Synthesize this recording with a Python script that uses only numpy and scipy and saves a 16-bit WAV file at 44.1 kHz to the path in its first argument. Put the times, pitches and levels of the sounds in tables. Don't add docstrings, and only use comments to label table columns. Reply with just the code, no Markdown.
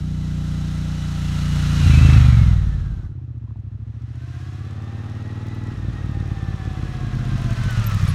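import sys
import numpy as np
from scipy import signal
from scipy.fft import rfft, irfft, next_fast_len
from scipy.io import wavfile
from scipy.ndimage import uniform_filter1d

SR = 44100
rng = np.random.default_rng(int(sys.argv[2]) if len(sys.argv) > 2 else 0)


def gain_from_db(level_db):
    decades = np.asarray(level_db, float) / 20
    return 10 ** decades


def int16_out(signal):
    q = np.round(np.clip(np.atleast_2d(signal).T, -1, 1) * 32767)
    wavfile.write(sys.argv[1], SR, q.astype(np.int16))


N = 358974
TIME = np.arange(N) / SR
SIZE = next_fast_len(N)
FREQ = np.fft.rfftfreq(SIZE, 1 / SR)
MAX_CYCLES = 260

# [from_s, to_s, treble_db, low_end_db]
TURNS = [(1.897, 2.2, -5, 1.5), (4.5, 4.802, -3.5, 10)]
# [pitch_hz, width_hz, share_0_to_1]
VALLEYS = [(207, 30, .6), (183, 45, .75)]


def columns(table):
    s, *rest = np.transpose(table)
    return [np.interp(TIME, s, column) for column in rest]


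def ramp(start_s, end_s):
    return np.clip((TIME - start_s) / (end_s - start_s), 0, 1)


def stages(table):
    s, *rest = np.transpose(table)
    rises = np.array([ramp(at, at + 0.24) for at in s[1:]])
    return [column[0] + np.diff(column) @ rises for column in rest]


def unit(x, weight=1.):
    return x / np.sqrt(np.mean(weight * x ** 2) / np.mean(weight))


def ring(x, hz, q):
    return signal.lfilter(*signal.iirpeak(hz, q, SR), x)


def strain(x, order, hz, kind="low"):
    return signal.sosfilt(signal.butter(order, hz, kind, fs=SR, output="sos"), x)


def tilt(x, low_hz, high_hz, db, low_db, high_db, hold_s):
    spectrum = rfft(x, SIZE)
    low, below = (irfft(spectrum / (1 + (FREQ / hz) ** 6), SIZE)[:N] for hz in (low_hz, high_hz))
    parts = np.array([low, below - low, x - below])
    slow = uniform_filter1d(parts ** 2, int(hold_s * SR), axis=1)
    levels_db = db + np.array([low_db, 0 * db, high_db])
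    return np.sum(parts / np.sqrt(slow + 1e-18) * gain_from_db(levels_db), axis=0)


def walk(rate):
    k = int(SR / rate)
    steps = np.repeat(rng.standard_normal(N // k + 1), k)
    return unit(uniform_filter1d(uniform_filter1d(steps, k), k)[:N])


def firings(cycles, timing, size):
    at = np.interp(np.arange(len(size)) + timing, cycles, np.arange(N), right=N)
    return np.bincount(at.astype(int), size, N + 1)[:N]


def air():
    return gain_from_db(-72.0) * unit(strain(rng.standard_normal(N), 2, 300))


def pipes(cycles, modes, scatter_db, pop_share, early, edge_db):
    chance = rng.random((MAX_CYCLES, 2, 2))
    pop = (chance[:, :, 0] < pop_share) * chance[:, :, 1]
    size = gain_from_db(scatter_db * (rng.standard_normal((MAX_CYCLES, 2)) + pop))
    puff = np.exp(-(np.arange(-100, 101) / SR / 0.00075) ** 2)
    out = 0
    for timing, second_db, hz, width, db, polarity in modes[::-1]:
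        first = firings(cycles, timing - early * pop[:, 0], size[:, 0])
        second = firings(cycles, timing + 3 / 8 - early * pop[:, 1], size[:, 1])
        clicks = first + gain_from_db(second_db) * second
        out = out + np.sign(polarity) * gain_from_db(db) * ring(clicks, hz, hz / width)
    out = signal.fftconvolve(out, puff, "same")
    out = signal.sosfiltfilt(signal.butter(3, 310, fs=SR, output="sos"), out)
    openings = first + second
    tail_pipe = ((300, 8.5), (430, -5.5), (660, -23))  # pitch_hz, level_db
    edge = sum(gain_from_db(db) * ring(ring(openings, hz, 3), hz, 3.5) for hz, db in tail_pipe)
    return unit(out) + gain_from_db(edge_db) * unit(edge)


def intake(cycles, timing, upper_db):
    # [pitch_hz, width_hz, level_db]
    airbox = [(228, 50, 1), (320, 111, -1), (457, 38, -15.5)]
    lead = .11
    gulps = sum(firings(cycles, timing - lead + late, np.ones(MAX_CYCLES)) for late in (0, 3 / 8))
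    rings = []
    for hz, width, db in airbox:
        rings.append(gain_from_db(db) * ring(ring(gulps, hz, hz / width), hz, hz / width))
    box = strain(rings[0] - rings[1], 6, 365)
    return unit(box + gain_from_db(upper_db) * rings[2])


def exhaust(cycles, voices, db, thump_db, bark_db, rush_db, gulp_db, upper_db, valley):
    rises = [ramp(voice[1], voice[2]) for voice in voices] + [0]
    out = 0
    for k, (modes, _, _, *rough) in enumerate(voices):
        share = rises[k] - rises[k + 1]
        out = out + share * unit(pipes(cycles, modes, *rough), share)
    throttle = 1 - rises[1]
    hz, width, swallowed = valley
    out = out - throttle * min(swallowed, 1) * ring(out, hz, hz / width)
    timing = voices[0][0][0][0]
    out = out + throttle * gain_from_db(gulp_db) * intake(cycles, timing, upper_db)
    rush = strain(rng.standard_normal(N), 4, [45, 190], "band")
    out = out + unit(rush) * gain_from_db(rush_db + 1.7 * walk(2.49))
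    return tilt(out, 57.8, 210.4, db, thump_db, bark_db, 0.22)


def cases(cycles, bands_db, spectrum, throb_db, tick_db):
    # [pitch_hz, width_hz, boost_db]
    fins = [(788, 15, 4.5), (1320, 290, 6), (1680, 80, 1.5), (2003, 33, 5), (2360, 200, -3),
            (2450, 140, 1.5), (3957, 69, 4.5), (4680, 170, -2.5), (5500, 91, 5), (6020, 120, 3),
            (6570, 130, 3.5), (7780, 140, 0.5), (8900, 140, 3), (11300, 430, 4)]
    hz, colour_db = np.transpose(spectrum)
    colour_db = np.interp(np.log(FREQ + 1), np.log(hz), colour_db, left=-90)
    for fin_hz, width, boost_db in fins:
        colour_db = colour_db + boost_db / (1 + (2 * (FREQ - fin_hz) / width) ** 2)
    throb = np.cos(2 * np.pi * (cycles - .4)) + .5 * np.cos(6 * np.pi * (cycles - .4))
    rattle = rng.standard_normal(N) * gain_from_db(throb_db * throb + 2.3 * walk(9))
    taps = 0
    for timing in (.37, .75):
        taps = taps + firings(cycles, timing, gain_from_db(4.0 * rng.standard_normal(MAX_CYCLES)))
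    decay = np.exp(-np.arange(400) / SR / 0.0033)
    ticks = signal.fftconvolve(taps, decay)[:N] * rng.standard_normal(N)
    ticks = strain(ticks, 2, 6500, "high")
    struck = unit(rattle) + gain_from_db(tick_db) * unit(ticks)
    body = irfft(rfft(struck, SIZE) * gain_from_db(colour_db), SIZE)[:N]
    return tilt(body, 973, 3980, *bands_db, 0.13)


def gears(cycles, db, coarse_db, teeth_table):
    out_s, furthest_s, in_s = 5.7, 5.9, 5.94
    clutch = ramp(out_s, furthest_s) - ramp(furthest_s, in_s)
    shaft = np.cumsum(np.gradient(cycles) * (1 - .07 * clutch))
    coarse_db = coarse_db - 20 * clutch
    lines = 0
    for teeth, gear_db, blur in teeth_table:
        level_db = gear_db + coarse_db * (teeth < 70) + 2.64 * walk(45)
        phase = 2 * np.pi * teeth * shaft + min(blur, 2.5) * walk(40 * blur)
        lines = lines + gain_from_db(level_db) * np.sin(phase)
    return gain_from_db(db + 2 * np.cos(2 * np.pi * (cycles - .4))) * lines


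def motorcycle(speed, levels, steps, voices, rattle, teeth, turn, valley, rush_db, gulp_db, upper_db,
               throb_db, tick_db, bark_db_per_hz, bark_from_hz, low_db, low_per_db, top_db, top_per_db):
    hz = columns(speed)[0]
    cycles = np.cumsum(hz) / SR
    pipes_db, cases_db = columns(levels)
    thump_db, bark_db, whine_db, coarse_db = stages(steps)
    bark_db = bark_db + bark_db_per_hz * (hz - bark_from_hz)
    upper_db = upper_db + 2.5 * (hz - bark_from_hz)
    nearness_db = cases_db + 45.5
    from_s, to_s, turn_top_db, turn_low_db = turn
    turned = ramp(from_s, to_s)
    low_db = low_db + low_per_db * nearness_db + turn_low_db * turned
    top_db = top_db + top_per_db * nearness_db + turn_top_db * turned
    return (exhaust(cycles, voices, pipes_db, thump_db, bark_db, rush_db, gulp_db, upper_db, valley)
            + cases(cycles, (cases_db, low_db, top_db), rattle, throb_db, tick_db)
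            + gears(cycles, cases_db + whine_db, coarse_db, teeth))


def first_pass():
    # [time_s, cycles_per_s]
    speed = [(0.0, 29.916), (1.02, 29.794), (1.82, 28.85), (1.96, 25.4), (2.04, 26.75), (2.14, 26.3),
             (2.58, 19.08), (2.84, 16.493), (3.2, 13.855)]
    # [time_s, pipes_db, cases_and_tyres_db]
    levels = [
        (0, -26, -53.5),
        (.5, -25, -48),
        (1.05, -25.5, -45),
        (1.77, -18, -36.5),
        (1.89, -10.5, -34.5),
        (2.15, -9, -32),
        (2.49, -12, -42),
        (2.57, -18, -46),
        (3.1, -33, -65),
    ]
    # [from_s, thump_over_pipes_db, bark_over_pipes_db, whine_over_cases_db, coarse_gears_db]
    steps = [(0, -9.5, -12.5, -10, 2), (.9, -11.5, -15.5, -8, -7), (1.7, -14, -15.5, 0, -10.5),
             (2.1, -15, -19, -5.5, -5), (2.4, -1.5, -22, -1.5, -10), (2.65, -2, -24, 5.5, -14)]
    # [valve_timing_cycles, second_cylinder_db, pitch_hz, width_hz, level_db, polarity]
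    cruise = [(0.173, 7.5, 61, 87.5, -2, -1.0), (0.173, 4, 158.7, 80.5, 1.03, 1.0),
              (0.173, -2.5, 244, 22.0, -5, -1.0), (0.642, 8.5, 46.4, 203, -16, -1.0),
              (0.642, 4.5, 184.8, 20, 1, 1.0), (0.642, 21, 264.3, 22.6, -26.5, 1.0)]
    passing = [(0.097, -0.5, 52.6, 30.2, 4.5, 1.0), (0.097, -2, 110.7, 21.8, 6, 1.0),
               (0.097, 3.1, 146.4, 89.6, -8, -1.0), (0.203, 3.5, 69, 72.6, -3, -1.0),
               (0.203, 3.5, 113.0, 31.0, 1.5, 1.0), (0.203, -2.5, 202, 72, -12.5, 1.0)]
    # pipes, fade_from_s, fade_to_s, scatter_db, pop_share_0_to_1, early_cycles, valve_edge_db
    voices = [(cruise, -2, -1, .6, 0, 0, -38),
              (passing, 1.81, 1.86, 1.0, .12, .06, -34)]
    # [pitch_hz, level_db_per_hz]
    rattle = [(290, 1), (500, -2.5), (648, -0.5), (1140, -5), (1350, -3.5), (1540, -5), (2020, -5.5),
              (2180, -7), (3990, -7), (4670, -12), (6600, -14.5), (11800, -28.5), (15700, -38)]
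    # [teeth_per_cycle, level_db, backlash_blur_rad]
    teeth = [(18, -3, .3), (22, -3, .4), (27, -6, .4), (44, -8, 1.5), (54, -8, 1.2), (66, -9, 1.2),
             (92, -3, 10), (100, -2, 1.2)]
    return motorcycle(speed, levels, steps, voices, rattle, teeth, TURNS[0], VALLEYS[0],
                      rush_db=-21, gulp_db=-30, upper_db=3, throb_db=0.8, tick_db=-25,
                      bark_db_per_hz=1.5, bark_from_hz=28.2,
                      low_db=-6, low_per_db=-.45, top_db=-3.5, top_per_db=-0.1064)


def grit():
    # [time_s, peak_db]
    stones = [(1.1717, -50), (5.4694, -47.5), (5.5483, -48), (7.418, -41.5), (7.6454, -46), (7.709, -30),
              (7.898, -34), (7.946, -33), (8.0142, -40), (8.0401, -35), (8.0554, -38)]
    s, db = np.transpose(stones)
    hits = np.bincount((s * SR).astype(int), gain_from_db(db), N)
    decay = np.exp(-np.arange(500) / SR / 0.0011)
    cracks = signal.fftconvolve(hits, decay)[:N] * rng.standard_normal(N)
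    return strain(cracks, 2, 4000, "high")


def second_pass():
    # [time_s, cycles_per_s]
    speed = [(2.55, 19.406), (3.21, 15.951), (3.63, 12.495), (4.37, 16.103), (4.9, 18.065), (5.56, 19.656),
             (7.61, 15.223), (7.68, 15.225), (8.14, 11.058)]
    # [time_s, pipes_db, cases_and_tyres_db]
    levels = [
        (3.2, -30.5, -69.5),
        (3.8, -30.5, -68),
        (4.33, -30, -53.5),
        (5.6, -28, -50.5),
        (6.19, -24.5, -50),
        (6.96, -28.5, -46.5),
        (7.15, -24.5, -46),
        (7.75, -21, -39),
        (8.14, -17.5, -39),
    ]
    # [from_s, thump_over_pipes_db, bark_over_pipes_db, whine_over_cases_db, coarse_gears_db]
    steps = [(0, -25, -18, -12, -8), (4.0, -22, -15.5, -4, 1), (5.4, -13, -14, -1, 0.5),
             (6.6, -6, -5.5, -4, 2), (7.5, -8, -14.5, 1, -13), (7.8, -9, -15, -3, -14)]
    # [valve_timing_cycles, second_cylinder_db, pitch_hz, width_hz, level_db, polarity]
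    climb = [(.251, 3.8, 57.6, 219, -6.5, -1), (.251, 1, 126.6, 22.8, -1.5, 1),
             (.251, 4.5, 208.4, 62, -9, 1), (.333, 4.3, 64.5, 22, -5.5, 1), (.333, 1.3, 105, 31.8, -0.5, 1),
             (.333, 0.65, 258, 70, -20.5, -1)]
    overrun = [(0.418, 1.5, 62.5, 59.4, 0.5, 1.0), (0.418, -2.5, 138.5, 40, 2, -1.0),
               (0.418, -0.5, 255.5, 23.6, -9, 1.0), (0.932, 9.5, 57, 101.3, -14.5, -1.0),
               (0.932, 7.5, 109.0, 40.0, -9.5, 1.0), (0.932, 5, 192, 21.95, -10, 1.0)]
    bend = [(0.428, -0.47, 69, 82, -1.5, 1.0), (0.428, -0.32, 106.5, 23, 7.5, 1.0),
            (0.428, -0.51, 154.5, 47.7, -0.2, -1.0), (0.629, 0.43, 48, 22.0, -43, -1.0),
            (0.629, 0.6, 100.0, 42.0, 4, -1.0), (0.629, 0.16, 220.5, 72.0, -3.5, 1.0)]
    # pipes, fade_from_s, fade_to_s, scatter_db, pop_share_0_to_1, early_cycles, valve_edge_db
    voices = [(climb, -2, -1, .5, 0, 0, -25),
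              (overrun, 5.72, 5.77, 2.4, .3, .07, -22),
              (bend, 6.7, 7.25, 2.8, .2, .05, -29)]
    # [pitch_hz, level_db_per_hz]
    rattle = [(290, 1), (500, -3), (793, -5.5), (943, -8), (1040, -4), (1390, -8), (1830, -4.5), (2180, -9),
              (2590, -7), (2820, -10.5), (3350, -11), (6600, -21.5), (15700, -43.5)]
    # [teeth_per_cycle, level_db, backlash_blur_rad]
    teeth = [(44, 0, 1.3), (67, -3, 1.9), (88, -10, 1.3), (100, 0, 1.3), (200, -11, 2.8)]
    return motorcycle(speed, levels, steps, voices, rattle, teeth, TURNS[1], VALLEYS[1],
                      rush_db=-27, gulp_db=-11.5, upper_db=5.5, throb_db=0.62, tick_db=-6.5,
                      bark_db_per_hz=2, bark_from_hz=18.77,
                      low_db=-12, low_per_db=-.72, top_db=-5, top_per_db=0.25)


def squeaks():
    # [time_s, peak_db, pitch_hz, length_ms]
    brake_rings = [(7.870, -29, 12350, 20), (7.873, -42, 14400, 12), (7.948, -50, 10300, 6.7),
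                   (7.950, -51, 11700, 12), (8.078, -45, 8200, 8), (8.087, -43, 9500, 10),
                   (8.090, -49, 12500, 22), (8.092, -39, 11300, 10), (8.102, -43, 10700, 35),
                   (7.29, -51, 9100, 11.2), (7.78, -46, 6450, 12), (7.9, -38, 3100, 3),
                   (7.902, -40, 1900, 4), (8.09, -45, 4250, 30), (3.19, -54, 906, 8),
                   (3.479, -51, 1030, 11), (3.508, -46, 1070, 4.7), (3.559, -46.5, 804, 6.5)]
    out = np.zeros(N + SR)
    t = np.arange(-700, 700) / SR
    waver = 1 + 0.33 * np.sin(2 * np.pi * 330 * t)
    for s, db, hz, ms in brake_rings:
        swell = np.cos(np.pi * np.clip(t * 1000 / ms, -.5, .5)) ** 2
        at = int(s * SR) - 700
        out[at:at + len(t)] += gain_from_db(db) * swell * waver * np.sin(2 * np.pi * hz * t)
    return out[:N]


def scene():
    first = first_pass() * (1 - ramp(3.04, 3.17))
    second = second_pass() * ramp(1.9, 2.7)
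    return (first + second + squeaks() + grit() + air())[None]


def band_limit(x):
    return signal.sosfilt(signal.butter(12, 15830, fs=SR, output="sos"), x)


def record(dry):
    heard = strain(dry, 2, 27, "high")
    heard = heard / (1 + np.abs(heard / 1.05) ** 6) ** (1 / 6)
    return band_limit(heard)


dry = scene()
out = record(dry)
int16_out(out)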